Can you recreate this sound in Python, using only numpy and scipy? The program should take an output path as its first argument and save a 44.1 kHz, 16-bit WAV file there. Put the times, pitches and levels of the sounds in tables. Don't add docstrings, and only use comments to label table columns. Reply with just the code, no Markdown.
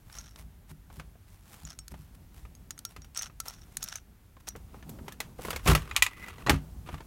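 import sys
import numpy as np
from scipy import signal
from scipy.fft import rfft, irfft, next_fast_len
from scipy.io import wavfile
from scipy.ndimage import uniform_filter1d, minimum_filter1d, map_coordinates

SR = 44100
rng = np.random.default_rng(int(sys.argv[2]) if len(sys.argv) > 2 else 0)


def inscribe(sig):
    pcm = np.round(np.clip(np.atleast_2d(sig).T, -1, 1) * 32767)
    wavfile.write(sys.argv[1], SR, pcm.astype(np.int16))


N = 311586

# start_s, level_db, pitch_hz, tilt_db_per_octave, ring_db
COLLAR_TICKS = [(.099, -36.5, 7040, -16, -23), (0.186, -23.5, 5640, 0, 11), (0.3597, -33.5, 5300, -11, -8),
                (1.6517, -26, 6600, -7, 22), (1.704, -29, 5500, -2.5, 6), (1.7891, -25, 6740, -3, 0.5),
                (1.881, -27.5, 6600, -4, -9.5), (2.5512, -38, 6570, -5, -2), (2.707, -20, 6680, -6, -2.5),
                (2.7784, -33, 8550, -9, -1), (2.7905, -26, 5600, -5, -15), (2.851, -17, 6340, -3.5, -3),
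                (3.0194, -36, 6570, -10, 1), (3.1478, -30.5, 8270, -9, 2), (3.1744, -13.5, 5700, 0, 4),
                (3.1925, -18, 5530, 5, 12), (3.222, -18, 5600, 6, 2), (3.4018, -16, 6230, -3.5, -5.5),
                (3.483, -18.5, 5570, 8, 1), (3.7698, -14, 6970, -3, -9.5), (3.8284, -17.5, 5700, -3, -1.5),
                (3.84, -16.5, 5650, 5, -13), (3.8864, -21.5, 5700, -4.5, 3), (3.9571, -18.5, 6300, -3.5, 5),
                (4.4873, -17.5, 6360, 1, -1)]
# start_s, level_db, treble_db (higher is brighter), pitch_hz
CONSOLE_KNOCKS = [(0.901, -41.5, -30, 1110), (.997, -31.5, -20.5, 732), (1.154, -46.5, -40, 700),
                  (1.94, -35.5, -27, 886), (2.452, -39.5, -23.5, 1226), (2.963, -34.5, -17.5, 1260),
                  (3.045, -43, -12, 1425), (3.298, -42, -30, 1260), (4.367, -42.5, -29, 1070),
                  (4.552, -33, -39, 463), (4.561, -38.5, -9, 580), (4.743, -37, -38, 407),
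                  (4.893, -32, 1, 446), (4.987, -37, -29, 537), (5.081, -27.5, -17, 415),
                  (5.122, -34.5, -7, 1730), (5.203, -20.5, -12, 1980), (5.389, -28, -52, 480),
                  (5.449, -24, -31, 1030), (5.483, -25.5, -29, 1060), (5.505, -20, -10.5, 1317),
                  (5.53, -25.5, -24, 490), (5.561, -22.5, -13, 2174), (5.661, -16.5, -28.5, 1035),
                  (5.675, -12.5, -13, 2280), (5.687, -16, -14, 392), (5.698, -12, -20, 430),
                  (5.714, -15.5, -17, 1320), (5.75, -10, -14.5, 1307), (6.283, -32, -16.5, 1370),
                  (6.464, -21, -24, 1133), (6.471, -16.5, -25.5, 1940), (6.484, -18.5, -32.5, 687),
                  (6.495, -5.5, -18.5, 834), (6.889, -29, -28, 987), (6.942, -29.5, -24, 1164)]
# start_s, level_db, tilt_db_per_octave, ring_db
CLIP_SNAPS = [(5.9116, -25.5, -8.5, -2), (5.957, -29, -18, -10.5), (5.9638, -8.5, -1.5, -9.5),
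              (6.023, 0, 1, -0.5), (6.0643, -16.5, -3.5, 2), (6.241, -37, -10, 2)]
# start_s, level_db
CONSOLE_THUMPS = [(0.44, -40), (.705, -37), (0.971, -36), (1.634, -37), (1.914, -35.5), (1.984, -39.5),
                  (2.977, -39), (3.773, -45), (4.552, -45), (5.003, -34), (5.68, -9.5), (5.713, -15.5),
                  (5.753, -21), (6.496, -15.5), (6.524, -14), (6.927, -30.5)]

# pitch_hz, level_db, decay_s (time to fall 60 dB)
STEEL_MODES = [(1344, -18.5, 0.06), (4600, -21, 0.0045), (5720, -20, 0.12), (6490, -10, 0.047),
               (8400, -22, 0.055)]
# pitch_hz, level_db, decay_s
CLIP_MODES = [(1046, -14, .05), (1295, -12, .055), (1975, 3, .04), (2465, 2, .045), (2757, -8, .04),
              (3860, -8, .04), (6900, -6, .03)]
# pitch_hz, level_db, decay_s
SHELL_MODES = [(61.8, -0.5, 0.2), (81.5, 1, .12), (152, -2, 0.22), (190.7, -12.5, 0.24),
               (270.4, -11.5, 0.18), (365.2, -16.5, 0.13), (449, -24, 0.048)]

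# frequency_hz, level_db
TICK_COLOUR = [(100, -33), (500, -26.5), (950, -21), (1350, -8), (2700, -9), (4200, -0.5), (6500, 1.5),
               (9500, 4), (12500, 0.5), (16000, -4)]
# frequency_hz, level_db
KNOCK_COLOUR = [(30, -22.5), (100, -8), (250, -14), (430, -8.5), (620, -8.5), (1100, -6.5), (2000, -7),
                (3000, -7), (5000, -12.5), (6500, -9.5), (9000, -13), (13000, -12.5), (16000, -17)]
# frequency_hz, level_db
SNAP_COLOUR = [(100, -35.5), (600, -23.5), (1000, -3.5), (1600, -9.5), (2200, -1), (2700, -1.5), (3500, -5),
               (5300, -10.5), (7000, -5.5), (10000, -9.5), (14000, -11), (16000, -18.5)]
# frequency_hz, level_db
THREAD_COLOUR = [(200, -41), (480, -22), (650, -10), (1000, -13.5), (1350, -3), (2200, -11.5), (3800, -10),
                 (5000, -16), (5450, -2.5), (5750, -3.5), (6150, -7), (7400, -17), (8800, -18),
                 (16000, -31)]
# frequency_hz, level_db
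DRAG_COLOUR = [(120, -9.5), (220, 1.5), (440, 0), (660, -15.5), (1200, 2.5), (1700, -7.5), (2800, -6.5),
               (4500, -17.5), (7000, -21), (12000, -20.5), (16000, -33.5)]
# frequency_hz, level_db
CREAK_COLOUR = [(800, -18), (1750, -17), (2020, -1), (2250, -14), (2550, -12.5), (3000, -19), (6000, -28.5)]
# frequency_hz, level_db
SKIN_COLOUR = [(200, -8), (900, 5.5), (1500, 1), (4500, -3.5), (7000, -4), (12000, -3.5), (16000, -8.5)]

# start_s, length_s, level_db, change_db (over the length)
SPINS = [(.125, .2, -60, -12), (1.65, 0.087, -64, -3), (3.15, 0.13, -49.5, -13), (3.48, 0.153, -61, -13.5),
         (3.806, .18, -55.5, -8), (4.465, 0.024, -54, -6)]
# start_s, length_s, level_db, change_db
DRAGS = [(4.68, 0.15, -63, 3), (5.06, 0.09, -50.5, -5.5), (5.385, 0.235, -46.5, 1),
         (5.669, 0.062, -15.5, -12.5), (5.75, .33, -41, -10.5), (6.08, .36, -57.5, 5.5),
         (6.495, 0.067, -23.5, -18), (6.86, 0.16, -45, -9)]
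# start_s, length_s, level_db, change_db
CREAKS = [(6.08, .21, -53.5, 9.5)]
# pitch_hz, level_db
SQUEAL_TONES = [(1995, -3.5), (2490, -10)]
# peak_s, level_db, half_length_s
BRUSHES = [(0.152, -55.5, 0.05), (0.397, -54, 0.02), (0.704, -52.5, .012), (0.964, -59.5, 0.03),
           (1.324, -64, 0.04), (1.559, -56, 0.081), (1.918, -52.5, 0.0055), (2.002, -63, 0.055),
           (2.15, -53.5, 0.0033), (2.387, -59, 0.032), (2.916, -60, 0.022), (3.478, -48, 0.022),
           (3.79, -64, 0.12), (4.406, -56, 0.0043), (4.482, -40.5, 0.0052), (5.478, -45.5, 0.05),
           (5.695, -31.5, .023)]
# time_s, sway_db, grip_db
HANDLING = [(0.0, -54, -60.5), (1.24, -54, -63), (1.46, -56, -63), (2.44, -51, -61.5), (2.81, -58.5, -60),
            (3.03, -56, -63), (3.84, -52.5, -59.5), (4.13, -59, -67), (4.78, -48, -56.5),
            (4.88, -56.5, -52), (5.37, -56, -55), (5.67, -37.5, -52), (5.82, -40.5, -52),
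            (6.06, -50, -66.5), (6.24, -53, -57), (6.59, -48.5, -50.5), (6.97, -45, -59.5),
            (7.07, -45.5, -53.5)]

# frequency_hz, level_db
SWAY_COLOUR = [(15, -27), (30, -10), (55, 2), (80, -5.5), (100, -5.5), (125, -14.5), (250, -47.5)]
# frequency_hz, level_db
GRIP_COLOUR = [(60, -16), (115, -5), (160, -1.5), (250, -9.5), (400, -17), (520, -22.5), (800, -21.5),
               (2000, -39.5)]
# frequency_hz, level_db
HISS_COLOUR = [(300, 0.5), (700, -5), (1400, -1.5), (2200, -4), (4800, -11.5), (6500, -11.5), (9000, -12.5),
               (12500, -7.5), (15000, -11.5), (16000, -9)]

TOP_HZ = 15850
BLOW_T = np.arange(SR // 3) / SR
SPIN_ATTACK_S, SPIN_RELEASE_S = 0.017, 0.012
SPIN_SURGE_DB, SPIN_SURGE_PER_S = 3, 40
RATTLE_PER_S, RATTLE_DB, RATTLE_SCATTER_DB = 35, 26.5, -1.5
RATTLE_HZ, RATTLE_TILT_DB_PER_OCTAVE, RATTLE_RING_DB = 5650, -5, 1
DRAG_ATTACK_S, DRAG_RELEASE_S = 0.0071, 0.013
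BUMP_PER_S, BUMP_DB, BUMP_SCATTER_DB, BUMP_TOP_DB = 16, 7.5, 5, -26.5
BUMP_TREBLE_DB, BUMP_HZ, BUMP_SPREAD_OCTAVES = -24.5, 830, 0.92
CREAK_ATTACK_S, CREAK_RELEASE_S = 0.019, 0.022
SQUEAL_WAVER_HZ, SQUEAL_FLUTTER_DB = 27.5, 2.5
SWAY_DB, GRIP_DB, HISS_DB = 0.5, 1, -68


def amp(db):
    return 10 ** (np.asarray(db) / 20)


def unit(x):
    return x / np.sqrt(np.mean(x ** 2) + 1e-20)


def along(points, hz):
    f, v = np.transpose(points)
    return np.interp(np.log(hz + 1), np.log(f), v)


def wobble(rate):
    knots = rng.standard_normal(int(N * rate / SR) + 4)
    return map_coordinates(knots, [np.arange(N) * rate / SR])


def coloured(x, points, tilt=0):
    m = 2 * next_fast_len(len(x) // 2 + 2048)
    hz = np.fft.rfftfreq(m, 1 / SR)
    level_db = along(points, hz) + tilt * np.log2(1 + hz / 700)
    cepstrum = irfft(np.log(amp(level_db)))
    cepstrum[1:m // 2] *= 2
    cepstrum[m // 2 + 1:] = 0
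    response = np.exp(rfft(cepstrum))
    return irfft(rfft(x, m) * response)[:len(x)]


def fade(t60):
    return np.exp(-np.log(1000) * BLOW_T / max(t60, 1e-3))


def blow(x):
    return x / np.sqrt(6 * uniform_filter1d(x ** 2, size=130).max())


def ring(modes, scatter_db, detune):
    out = np.zeros(len(BLOW_T))
    for hz, db, t60 in modes:
        strength, shift = rng.standard_normal(2)
        tone = np.sin(2 * np.pi * hz * (1 + detune * shift) * BLOW_T)
        out += amp(db + scatter_db * strength) * fade(t60) * tone
    return out


def crack(colour, tilt, t60, cabin_db, cabin_t60):
    near, far = rng.standard_normal((2, len(BLOW_T)))
    wash = signal.lfilter([.6], [1, -.4], far)
    noise = near * fade(t60) + amp(cabin_db) * wash * fade(cabin_t60)
    return blow(coloured(noise, colour, tilt))


def add(track, s, sound):
    start = round(s * SR)
    track[start:start + len(sound)] += sound[:N - start]


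def friction(colour, rate, slip_t60, smooth_db):
    slips = (rng.random(N) < rate / SR) * rng.exponential(size=N).clip(0, 3)
    force = unit(signal.fftconvolve(slips, fade(slip_t60))[:N]) + amp(smooth_db)
    return unit(coloured(force * rng.standard_normal(N), colour))


def strokes(rows, attack_s, release_s):
    out = np.zeros(N)
    for start, length, db, change_db in rows:
        t = np.arange(N) / SR - start
        gate = np.clip(t / attack_s, 0, 1) * np.exp(-np.maximum(t - length, 0) / release_s)
        out += gate * amp(db + change_db * np.clip(t / length, 0, 1))
    return out


def chance_hits(rows, rate, scatter_db):
    hits = []
    for start, length, db, change_db in rows:
        slip, size = rng.random(16), rng.standard_normal(16)
        times = (np.arange(len(slip)) + slip) / rate
        for t, a in zip(times, size):
            if t < length:
                hits.append((start + t, db + change_db * t / length + scatter_db * a))
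    return hits


def background():
    colours = (SWAY_COLOUR, GRIP_COLOUR, HISS_COLOUR)
    sway, grip, hiss = (unit(coloured(rng.standard_normal(N), colour)) for colour in colours)
    times, *columns = np.transpose(HANDLING)
    sway_db, grip_db = (np.interp(np.arange(N) / SR, times, column) for column in columns)
    sway = sway * amp(sway_db + SWAY_DB + 1.5 * wobble(27))
    grip = grip * amp(grip_db + GRIP_DB + 2.6 * wobble(17))
    return sway + grip + amp(HISS_DB) * hiss


def fingers():
    t = np.arange(N) / SR
    pressure = sum(amp(db) * np.exp(-.5 * ((t - s) / half) ** 2) for s, db, half in BRUSHES)
    return pressure * friction(SKIN_COLOUR, rate=400, slip_t60=.008, smooth_db=0)


def shell():
    out = np.zeros(N)
    for s, db in CONSOLE_THUMPS:
        swell = 1 - fade(0.037)
        boom = ring(SHELL_MODES, scatter_db=3.5, detune=0.014) * swell
        add(out, s, amp(db) * boom / np.abs(boom).max())
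    return signal.sosfilt(signal.butter(5, 44, "high", fs=SR, output="sos"), out)


def dragging():
    drag = friction(DRAG_COLOUR, rate=130, slip_t60=.025, smooth_db=-5)
    return amp(-4) * strokes(DRAGS, DRAG_ATTACK_S, DRAG_RELEASE_S) * drag


def creaking():
    creak = friction(CREAK_COLOUR, rate=260, slip_t60=.012, smooth_db=-4)
    for hz, db in SQUEAL_TONES:
        pitch = hz + SQUEAL_WAVER_HZ * wobble(150)
        tone = np.sin(2 * np.pi * np.cumsum(pitch) / SR)
        creak = creak + amp(db + SQUEAL_FLUTTER_DB * wobble(90)) * tone
    return amp(-3.5) * strokes(CREAKS, CREAK_ATTACK_S, CREAK_RELEASE_S) * creak


def clips():
    out = np.zeros(N)
    for s, db, tilt, ring_db in CLIP_SNAPS:
        contact = crack(SNAP_COLOUR, tilt, t60=0.018, cabin_db=-7.5, cabin_t60=0.095)
        hollow = blow(ring(CLIP_MODES, scatter_db=1, detune=.006))
        add(out, s, amp(db + 1.5) * blow(contact + amp(ring_db) * hollow))
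    return signal.sosfilt(signal.butter(2, 650, "high", fs=SR, output="sos"), out)


def knock(db, treble_db, hz):
    tilt = .5 * (treble_db + 10)
    contact = crack(KNOCK_COLOUR, tilt, t60=0.046, cabin_db=-15.5, cabin_t60=0.2)
    modes = [(hz, 0, .04), (2.1 * hz, -6, .025), (3.5 * hz, -10, .018)]
    note = blow(ring(modes, scatter_db=1.5, detune=.01))
    squeeze = 1 - fade(0.00066 * amp(-treble_db / 2))
    return amp(db) * blow(squeeze * (contact + amp(-3.5) * note))


def panel():
    out = np.zeros(N)
    for s, db, treble_db, hz in CONSOLE_KNOCKS:
        add(out, s, knock(db, treble_db, hz))
    return out


def console_bumps():
    out = np.zeros(N)
    for s, db in chance_hits(DRAGS, BUMP_PER_S, BUMP_SCATTER_DB):
        hz = BUMP_HZ * 2 ** (BUMP_SPREAD_OCTAVES * rng.standard_normal())
        add(out, s, knock(min(db + BUMP_DB, BUMP_TOP_DB), BUMP_TREBLE_DB, hz))
    return out


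def tick(db, hz, tilt, ring_db):
    contact = crack(TICK_COLOUR, tilt, t60=.014, cabin_db=-18, cabin_t60=.07)
    steel = blow(ring(STEEL_MODES + [(hz, 4, .018)], scatter_db=7.0, detune=0.0257))
    return amp(db - 3.5) * blow(contact + amp(ring_db) * steel)


def collar_rattle():
    out = np.zeros(N)
    for s, db in chance_hits(SPINS, RATTLE_PER_S, RATTLE_SCATTER_DB):
        add(out, s, tick(db + RATTLE_DB, RATTLE_HZ, RATTLE_TILT_DB_PER_OCTAVE, RATTLE_RING_DB))
    return out


def collar():
    chatter = friction(THREAD_COLOUR, rate=230, slip_t60=.01, smooth_db=-7)
    surge = amp(10.5 + SPIN_SURGE_DB * wobble(SPIN_SURGE_PER_S))
    out = surge * strokes(SPINS, SPIN_ATTACK_S, SPIN_RELEASE_S) * chatter
    for s, db, hz, tilt, ring_db in COLLAR_TICKS:
        add(out, s, tick(db, hz, tilt, ring_db))
    return out


def scene():
    console = shell() + dragging() + creaking() + clips() + panel() + console_bumps()
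    steel_collar = collar_rattle() + collar()
    return (background() + fingers() + console + steel_collar)[None]


def record(dry):
    needed = np.minimum(1, .88 / (np.abs(dry) + 1e-9))
    gain = uniform_filter1d(minimum_filter1d(needed, size=90), size=90)
    return signal.sosfilt(signal.ellip(10, .1, 90, TOP_HZ, fs=SR, output="sos"), gain * dry)


dry = scene()
out = record(dry)
inscribe(out)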